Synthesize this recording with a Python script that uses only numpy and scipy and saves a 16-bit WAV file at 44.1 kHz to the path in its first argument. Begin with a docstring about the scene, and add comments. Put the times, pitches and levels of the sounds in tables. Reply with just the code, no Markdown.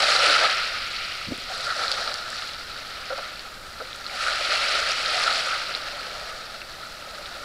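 """At the edge of the water, small waves break and drain close to a small microphone.
Each wave is a crowd of ringing bubbles over a rush of foam noise, swelling and then draining away.
Single bubbles pop, drops tick as short noise, and pockets of air gulp as quick strings of bubbles.
A few soft bumps, decaying low tones with a puff of noise, sit over a faint rumble and thin hiss."""
import sys
import numpy as np
from scipy.fft import rfft, irfft, next_fast_len
from scipy.io import wavfile
from scipy.ndimage import map_coordinates

SR = 44100
rng = np.random.default_rng(int(sys.argv[2]) if len(sys.argv) > 2 else 0)


def wav_out(sig):
    """Save sig, one row per channel (or a flat mono array), as 16-bit PCM at SR to the path in sys.argv[1]."""
    wavfile.write(sys.argv[1], SR, np.round(np.clip(np.atleast_2d(sig).T, -1, 1) * 32767).astype(np.int16))


N = 328104  # length of the sound [samples]
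TOP_HZ = 15700  # nothing is kept from here up
STEP_S = 0.004  # time step of the level curves

# steady background of wind and hiss: (frequency [Hz], relative level per Hz [dB])
BACKGROUND_SPECTRUM = [(15, 1), (35, 0), (60, -4), (150, -9.5), (350, -11.5), (1000, -14), (5000, -26),
                       (10000, -26.5), (14000, -28.5), (16000, -40)]
# broad response of the microphone: (frequency [Hz], gain [dB])
MICROPHONE_RESPONSE = [(100, -18.5), (350, -16.5), (780, -0.5), (2000, 0), (3400, -1), (5700, -8),
                       (6400, -12.5), (8000, -16), (8700, -21), (10300, -20.5), (11300, -34.5),
                       (15000, -44)]
# peaks and dips from the microphone's port: (centre [Hz], width to each side [Hz], gain [dB])
PORT_RESONANCES = [(556, 131, 7.5), (1013, 190, -8.5), (1317, 170, 9), (4385, 480, 2), (6310, 230, -3.5),
                   (7350, 78, -15)]
# soft bumps on the microphone: (time [s], level [dB], pitch [Hz])
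BUMPS = [(1.272, -35, 130), (1.284, -30.5, 170), (1.304, -30.5, 241), (1.312, -30.5, 596),
         (1.314, -32, 137), (1.32, -22.5, 310), (1.38, -38, 216)]
# gulps of trapped air: (time [s], length of the string [s], level [dB], typical pitch [Hz],
# slap relative to the bubbles [dB])
GULPS = [(0.274, 0.054, -38.5, 324, -5), (1.499, .03, -48.5, 750, -12), (3.102, 0.035, -39.5, 535, -3),
         (3.181, .016, -48, 568, 4), (3.8, 0.023, -47.5, 506, -2.5), (4.115, 0.045, -50, 780, -11),
         (5.133, 0.047, -40, 693, -11)]
# drops that tick on the water: (time [s], relative peak [dB])
DROPS = [(0.6544, -33.5), (1.377, -32), (1.5794, -31), (1.916, -20.5), (2.141, -22), (2.174, -31),
         (2.303, -28), (3.962, -32), (4.5531, -27), (5.7644, -32)]
# single bubbles that burst near by: (time [s], relative peak [dB], starting pitch [Hz])
POPS = [(0.307, -9, 4300), (0.965, -17, 4430), (1.124, -20, 2900), (1.213, -25, 1260), (1.491, -26, 1410),
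        (1.792, -17, 1410), (1.846, -18, 1270), (1.881, -10.5, 4100), (1.9165, -6, 4600),
        (1.924, -11, 4270), (2.076, -12, 4280), (2.141, -15.5, 4400), (2.329, -20, 1660),
        (3.184, -31, 1380), (3.23, -27, 1320), (3.394, -19, 4270), (3.852, -29, 2300), (3.930, -21, 3630),
        (4.065, -17, 4020), (4.097, -21.5, 2100), (4.265, -15, 1420), (4.282, -12, 1500), (4.918, -9, 5360),
        (5.06, -9, 4100), (5.239, -11, 4230), (5.277, -10, 1290), (5.740, -16.5, 3920), (5.75, -10.5, 3870),
        (6.617, -23, 2500), (7.258, -22.5, 3540)]
# waves that spill on the shore: (crest time [s], rise by 20 dB [s], hold [s], relative level [dB],
# brightness [dB], extra wash [dB], extra gurgle [dB])
WAVES = [(0.0, .1, 0.14, -25.5, 1.3, -0.8, 3), (0.238, 0.12, 0.1, -25.5, 0, 1, 1.3),
         (.93, .13, 0.25, -43, -0.5, 3, -6), (1.54, 0.17, 0.16, -37, 2, -3.5, 0),
         (1.808, .25, 0.21, -34.5, 1.4, -3, 3), (2.33, 0.043, .02, -38.5, 1.5, -3.5, -8),
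         (3.004, 1.5, 0.22, -41, -1.4, -0.3, -3), (3.813, .08, .25, -45, -1.5, -3, -6),
         (4.212, .19, 0.078, -35.5, 2, 0.5, 2), (4.53, 0.48, 0.26, -30, 0.44, 0.5, 1),
         (5.165, 1.06, 0.23, -30.5, 1.15, -0.34, 1), (5.668, 0.56, 0.65, -44.5, 1.5, -1.5, 9),
         (7.118, 1.7, 0.38, -46.5, 0.8, -1, 5.5)]
# water folding over as a wave breaks: (time [s], half length [s], lapping level [dB], gurgle level [dB])
SLOSHES = [(0.437, 0.051, -28.5, -30), (1.7, 0.044, -29, -43), (1.84, .04, -32.5, -43),
           (2.074, 0.06, -39, -45), (4.294, 0.11, -30, -41), (5.268, 0.065, -29, -38),
           (5.538, .044, -30, -41.5)]
# how each size of bubble follows a wave, from the biggest to the smallest:
# (relative level [dB], brightness share [-], wash share [-], gurgle share [-], fall [dB/s],
# backwash relative to the crest [dB], drain [dB/s], calm water level [dB])
GURGLE_RESPONSE = (-7, -1, -0.5, 1, 42.5, -15, 13.5, -52)
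LAPPING_RESPONSE = (0, -1, -0.5, 0.5, 26, -9.5, 21.5, -46.5)
WASH_RESPONSE = (-2.5, 0.5, 1.5, 0, 44, -2.1, 15, -53.5)
FIZZ_RESPONSE = (0, 0.96, 0, 0, 39, -7.5, 10.5, -48.5)
SPRAY_RESPONSE = (-11.5, 2.5, 0.5, 0, 44, -14, 8.5, -55)


def amp(db):
    """Turn decibels into a gain."""
    return 10 ** (np.asarray(db) / 20)


def unit(x):
    """Scale x to an average strength (rms) of 1."""
    return x / np.sqrt(np.mean(x ** 2) + 1e-20)


def along(points, hz):
    """Read a curve of (frequency, value) points, with frequency on a log axis."""
    f, v = np.transpose(points)
    return np.interp(np.log(hz + 1), np.log(f + 1), v)


def wobble(rate):
    """Make a smooth random curve through this many random points a second."""
    points = rng.standard_normal(int(N * rate / SR) + 4)
    return map_coordinates(points, [np.arange(N) * rate / SR])


def filtered(x, gain):
    """Give x this gain at each frequency, with no sound ahead of its cause."""
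    m = 2 * next_fast_len(len(x) // 2 + 4096)
    log_gain = np.log(np.maximum(gain(np.fft.rfftfreq(m, 1 / SR)), 1e-6))
    # folding the cepstrum forward in time gives the minimum-phase filter
    cepstrum = irfft(log_gain, m)
    cepstrum[1:m // 2] *= 2
    cepstrum[m // 2 + 1:] = 0
    return irfft(rfft(x, m) * np.exp(rfft(cepstrum)), m)[:len(x)]


def noise_through(length, gain):
    """Filter fresh random noise of this many samples."""
    return filtered(rng.standard_normal(length), gain)


def band(hz, low_hz, high_hz, order=8):
    """Gain that passes only a band; a higher order has steeper edges."""
    low_side = 1 + (low_hz / (hz + 1)) ** (2 * order)
    high_side = 1 + (hz / high_hz) ** (2 * order)
    return (low_side * high_side) ** -0.5


def microphone(hz):
    """Gain of the microphone: a broad response with the port's peaks and dips on it."""
    port_db = sum(db * np.exp(-((hz - centre) / width) ** 2) for centre, width, db in PORT_RESONANCES)
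    return amp(along(MICROPHONE_RESPONSE, hz) + port_db)


def add(track, s, sound):
    """Mix a sound into the track at time s."""
    part = track[max(round(s * SR), 0):][:len(sound)]
    part += sound[:len(part)]


def background(level_db=-47.0):
    """Air makes a light, slightly uneven rumble, with a thin hiss above it: shaped noise."""
    air = noise_through(N, lambda f: amp(along(BACKGROUND_SPECTRUM, f)))
    return amp(level_db + 0.39 * wobble(3.9)) * unit(air)


def bumps(cycles=1.06, puff_db=-5, puff_t60=0.09):
    """Dull pushes on the microphone die within a cycle or two, each with a low puff of air."""
    track, t = np.zeros(N), np.arange(SR // 12) / SR
    for s, db, hz in BUMPS:
        age = 2 * t * hz / cycles
        push = np.sin(2 * np.pi * hz * t) * age * np.exp(1 - age)
        puff = unit(noise_through(len(t), lambda f: band(f, 86, 460, order=4)))
        puff_gain = amp(puff_db - 60 * t / puff_t60)  # falls 60 dB in puff_t60 seconds
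        add(track, s, amp(db) * (push + puff_gain * puff))
    return track


def bubble(t, hz, cycles, rise):
    """A bubble rings and fades over some cycles; its pitch rises as it nears the surface."""
    age = t * hz / cycles
    ring = np.sin(2 * np.pi * hz * t * (1 + rise * np.tanh(age / 2) / 2))
    return ring * np.exp(-age) * (1 - np.exp(-2 * t * hz))  # fade, then soft start


def gulps(cycles=3, count=6):
    """A pocket of air collapses into a quick string of big bubbles, with a slap of water."""
    track, t = np.zeros(N), np.arange(SR // 8) / SR
    for s, length, db, hz, slap_db in GULPS:
        starts = (np.arange(count) + rng.random(count) / 2) * length / count
        pitches = hz * np.exp(0.034 * rng.standard_normal(count))
        string = sum(bubble(np.maximum(t - start, 0), pitch, cycles, rise=0.025)
                     for start, pitch in zip(starts, pitches))
        burst = rng.standard_normal(len(t)) * np.exp(-(t / length) ** 4)
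        slap = filtered(burst, lambda f: band(f, 300, 1400, order=4))
        gulp = filtered(unit(string) + amp(slap_db) * unit(slap), microphone)
        # the root refers the level to the string's length, not to the whole buffer
        add(track, s, amp(db) * unit(gulp) * np.sqrt(t[-1] / length))
    return track


def drops(t60=0.0088, level_db=4.0):
    """A drop meets the water with a short bright tick: noise that falls 60 dB in t60 seconds."""
    track, t = np.zeros(N), np.arange(SR // 40) / SR
    for s, db in DROPS:
        burst = rng.standard_normal(len(t)) * amp(-60 * t / t60)
        tick = filtered(burst, lambda f: microphone(f) * band(f, 6800, 15000, order=3))
        add(track, s, amp(db + level_db) * tick / np.abs(tick).max())
    return track


def pops(cycles=3, level_db=-2.0, trail_s=0.006, trail_db=-14, scatter=0.12, count=5):
    """One bubble rings out above the surf, trailed by a few fainter ones of about its pitch."""
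    track, t = np.zeros(N), np.arange(SR // 25) / SR
    for s, db, hz in POPS:
        delays = trail_s * rng.exponential(size=count)
        pitches = hz * np.exp(scatter * rng.standard_normal(count))
        trail = sum(bubble(np.maximum(t - delay, 0), pitch, cycles, rise=0.22)
                    for delay, pitch in zip(delays, pitches))
        main = bubble(t, hz, cycles, rise=0.1)
        ring = filtered(main + amp(trail_db) * trail, microphone)
        add(track, s, amp(db + level_db) * ring / np.abs(ring).max())
    return track


def cloud(low_hz, high_hz, rate, cycles, spread_db, foam_db):
    """Countless bubbles of one size, rate a second, over the even rush of foam, at rms 1."""
    count = int(rate * N / SR)
    when, pitch, size, sign = rng.random((count, 4)).T[:, :, None]
    hz = low_hz + (high_hz - low_hz) * pitch
    t = np.arange(int(5 * cycles * SR / low_hz)) / SR
    # most bubbles are faint, a few stand out
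    loudness = amp(-spread_db * np.log(np.maximum(size, 0.025)))
    strength = loudness * np.sqrt(hz) * np.sign(sign - 0.5)
    rings = strength * bubble(t, hz, cycles, rise=0.16)
    # add up all the rings, each at its own moment
    where = (when * N).astype(int) + np.arange(len(t))
    bubbles = np.bincount(where.ravel(), rings.ravel(), N)[:N]
    foam = noise_through(N, lambda f: band(f, low_hz, high_hz))
    water = unit(bubbles) + amp(foam_db) * unit(foam)
    return unit(filtered(water, lambda f: microphone(f) * band(f, low_hz / 2, high_hz * 1.11, order=4)))


def stir(level_db, bright_share, wash_share, gurgle_share, fall_db_per_s, backwash_db, drain_db_per_s,
         calm_db):
    """Level [dB] of one bubble size: waves swell, hold, collapse and leave a slowly draining backwash."""
    t = np.arange(0, N / SR, STEP_S)
    power = amp(calm_db) ** 2
    for s, rise, hold, db, bright_db, wash_db, gurgle_db in WAVES:
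        colour_db = bright_share * bright_db + wash_share * wash_db + gurgle_share * gurgle_db
        swell_db = -20 * np.maximum(s - t, 0) / rise
        crest = amp(db + level_db + colour_db + swell_db)
        age = np.maximum(t - s - hold, 0)
        collapse = amp(-fall_db_per_s * age)
        backwash = amp(backwash_db - drain_db_per_s * age)
        power = power + crest ** 2 * (collapse ** 2 + backwash ** 2)
    return np.interp(np.arange(N) / SR, t, 10 * np.log10(power))


def sloshing():
    """Gains of the brief surges of lapping and gurgle where water folds over."""
    t = np.arange(0, N / SR, STEP_S)
    gains = sum(np.outer(amp([lap_db, gurgle_db]), np.exp(-((t - s) / half) ** 2))
                for s, half, lap_db, gurgle_db in SLOSHES)
    return [np.interp(np.arange(N) / SR, t, gain) for gain in gains]


def surf(thud_db=-23):
    """Waves stir five sizes of bubble; the tumbling water makes them surge slightly together."""
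    gurgle_db = stir(*GURGLE_RESPONSE)
    slosh_lapping, slosh_gurgle = sloshing()
    tumble_db = 0.5 * wobble(30) + 0.7 * wobble(75)

    # hypot adds the power of the waves and the sloshes
    gurgle_gain = np.hypot(amp(gurgle_db), slosh_gurgle) * amp(tumble_db + 0.18 * wobble(8.7))
    lapping_gain = np.hypot(amp(stir(*LAPPING_RESPONSE)), slosh_lapping) * amp(tumble_db)
    wash_gain = amp(stir(*WASH_RESPONSE) + tumble_db)
    fizz_gain = amp(stir(*FIZZ_RESPONSE) + tumble_db + 0.26 * wobble(45))
    spray_gain = amp(stir(*SPRAY_RESPONSE) + tumble_db)

    gurgle = gurgle_gain * cloud(307.5, 1043, rate=260, cycles=4.2, spread_db=3.5, foam_db=2.5)
    lapping = lapping_gain * cloud(1067, 1877, rate=350, cycles=4.9, spread_db=3.5, foam_db=3.0)
    wash = wash_gain * cloud(1786, 3270, rate=600, cycles=3.7, spread_db=1.5, foam_db=0.0)
    fizz = fizz_gain * cloud(3670, 5400, rate=870, cycles=2.5, spread_db=4.0, foam_db=1.0)
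    spray = spray_gain * cloud(5630, 17400, rate=700, cycles=2.4, spread_db=3.0, foam_db=3)

    # the weight of the falling water adds a low thud under the biggest bubbles
    low_noise = unit(noise_through(N, lambda f: band(f, 70, 380, order=3)))
    thud = amp(gurgle_db + thud_db) * low_noise
    return gurgle + lapping + wash + fizz + spray + thud


def scene():
    """Everything is heard at one microphone, so the layers simply add."""
    return (background() + bumps() + gulps() + drops() + pops() + surf())[None]


def record(dry):
    """The top of the treble is cut off sharply at the band limit."""
    m = next_fast_len(N + SR // 4)
    kept = np.fft.rfftfreq(m, 1 / SR) < TOP_HZ
    return irfft(rfft(dry, m) * kept, m)[:, :N]


dry = scene()
out = record(dry)
wav_out(out)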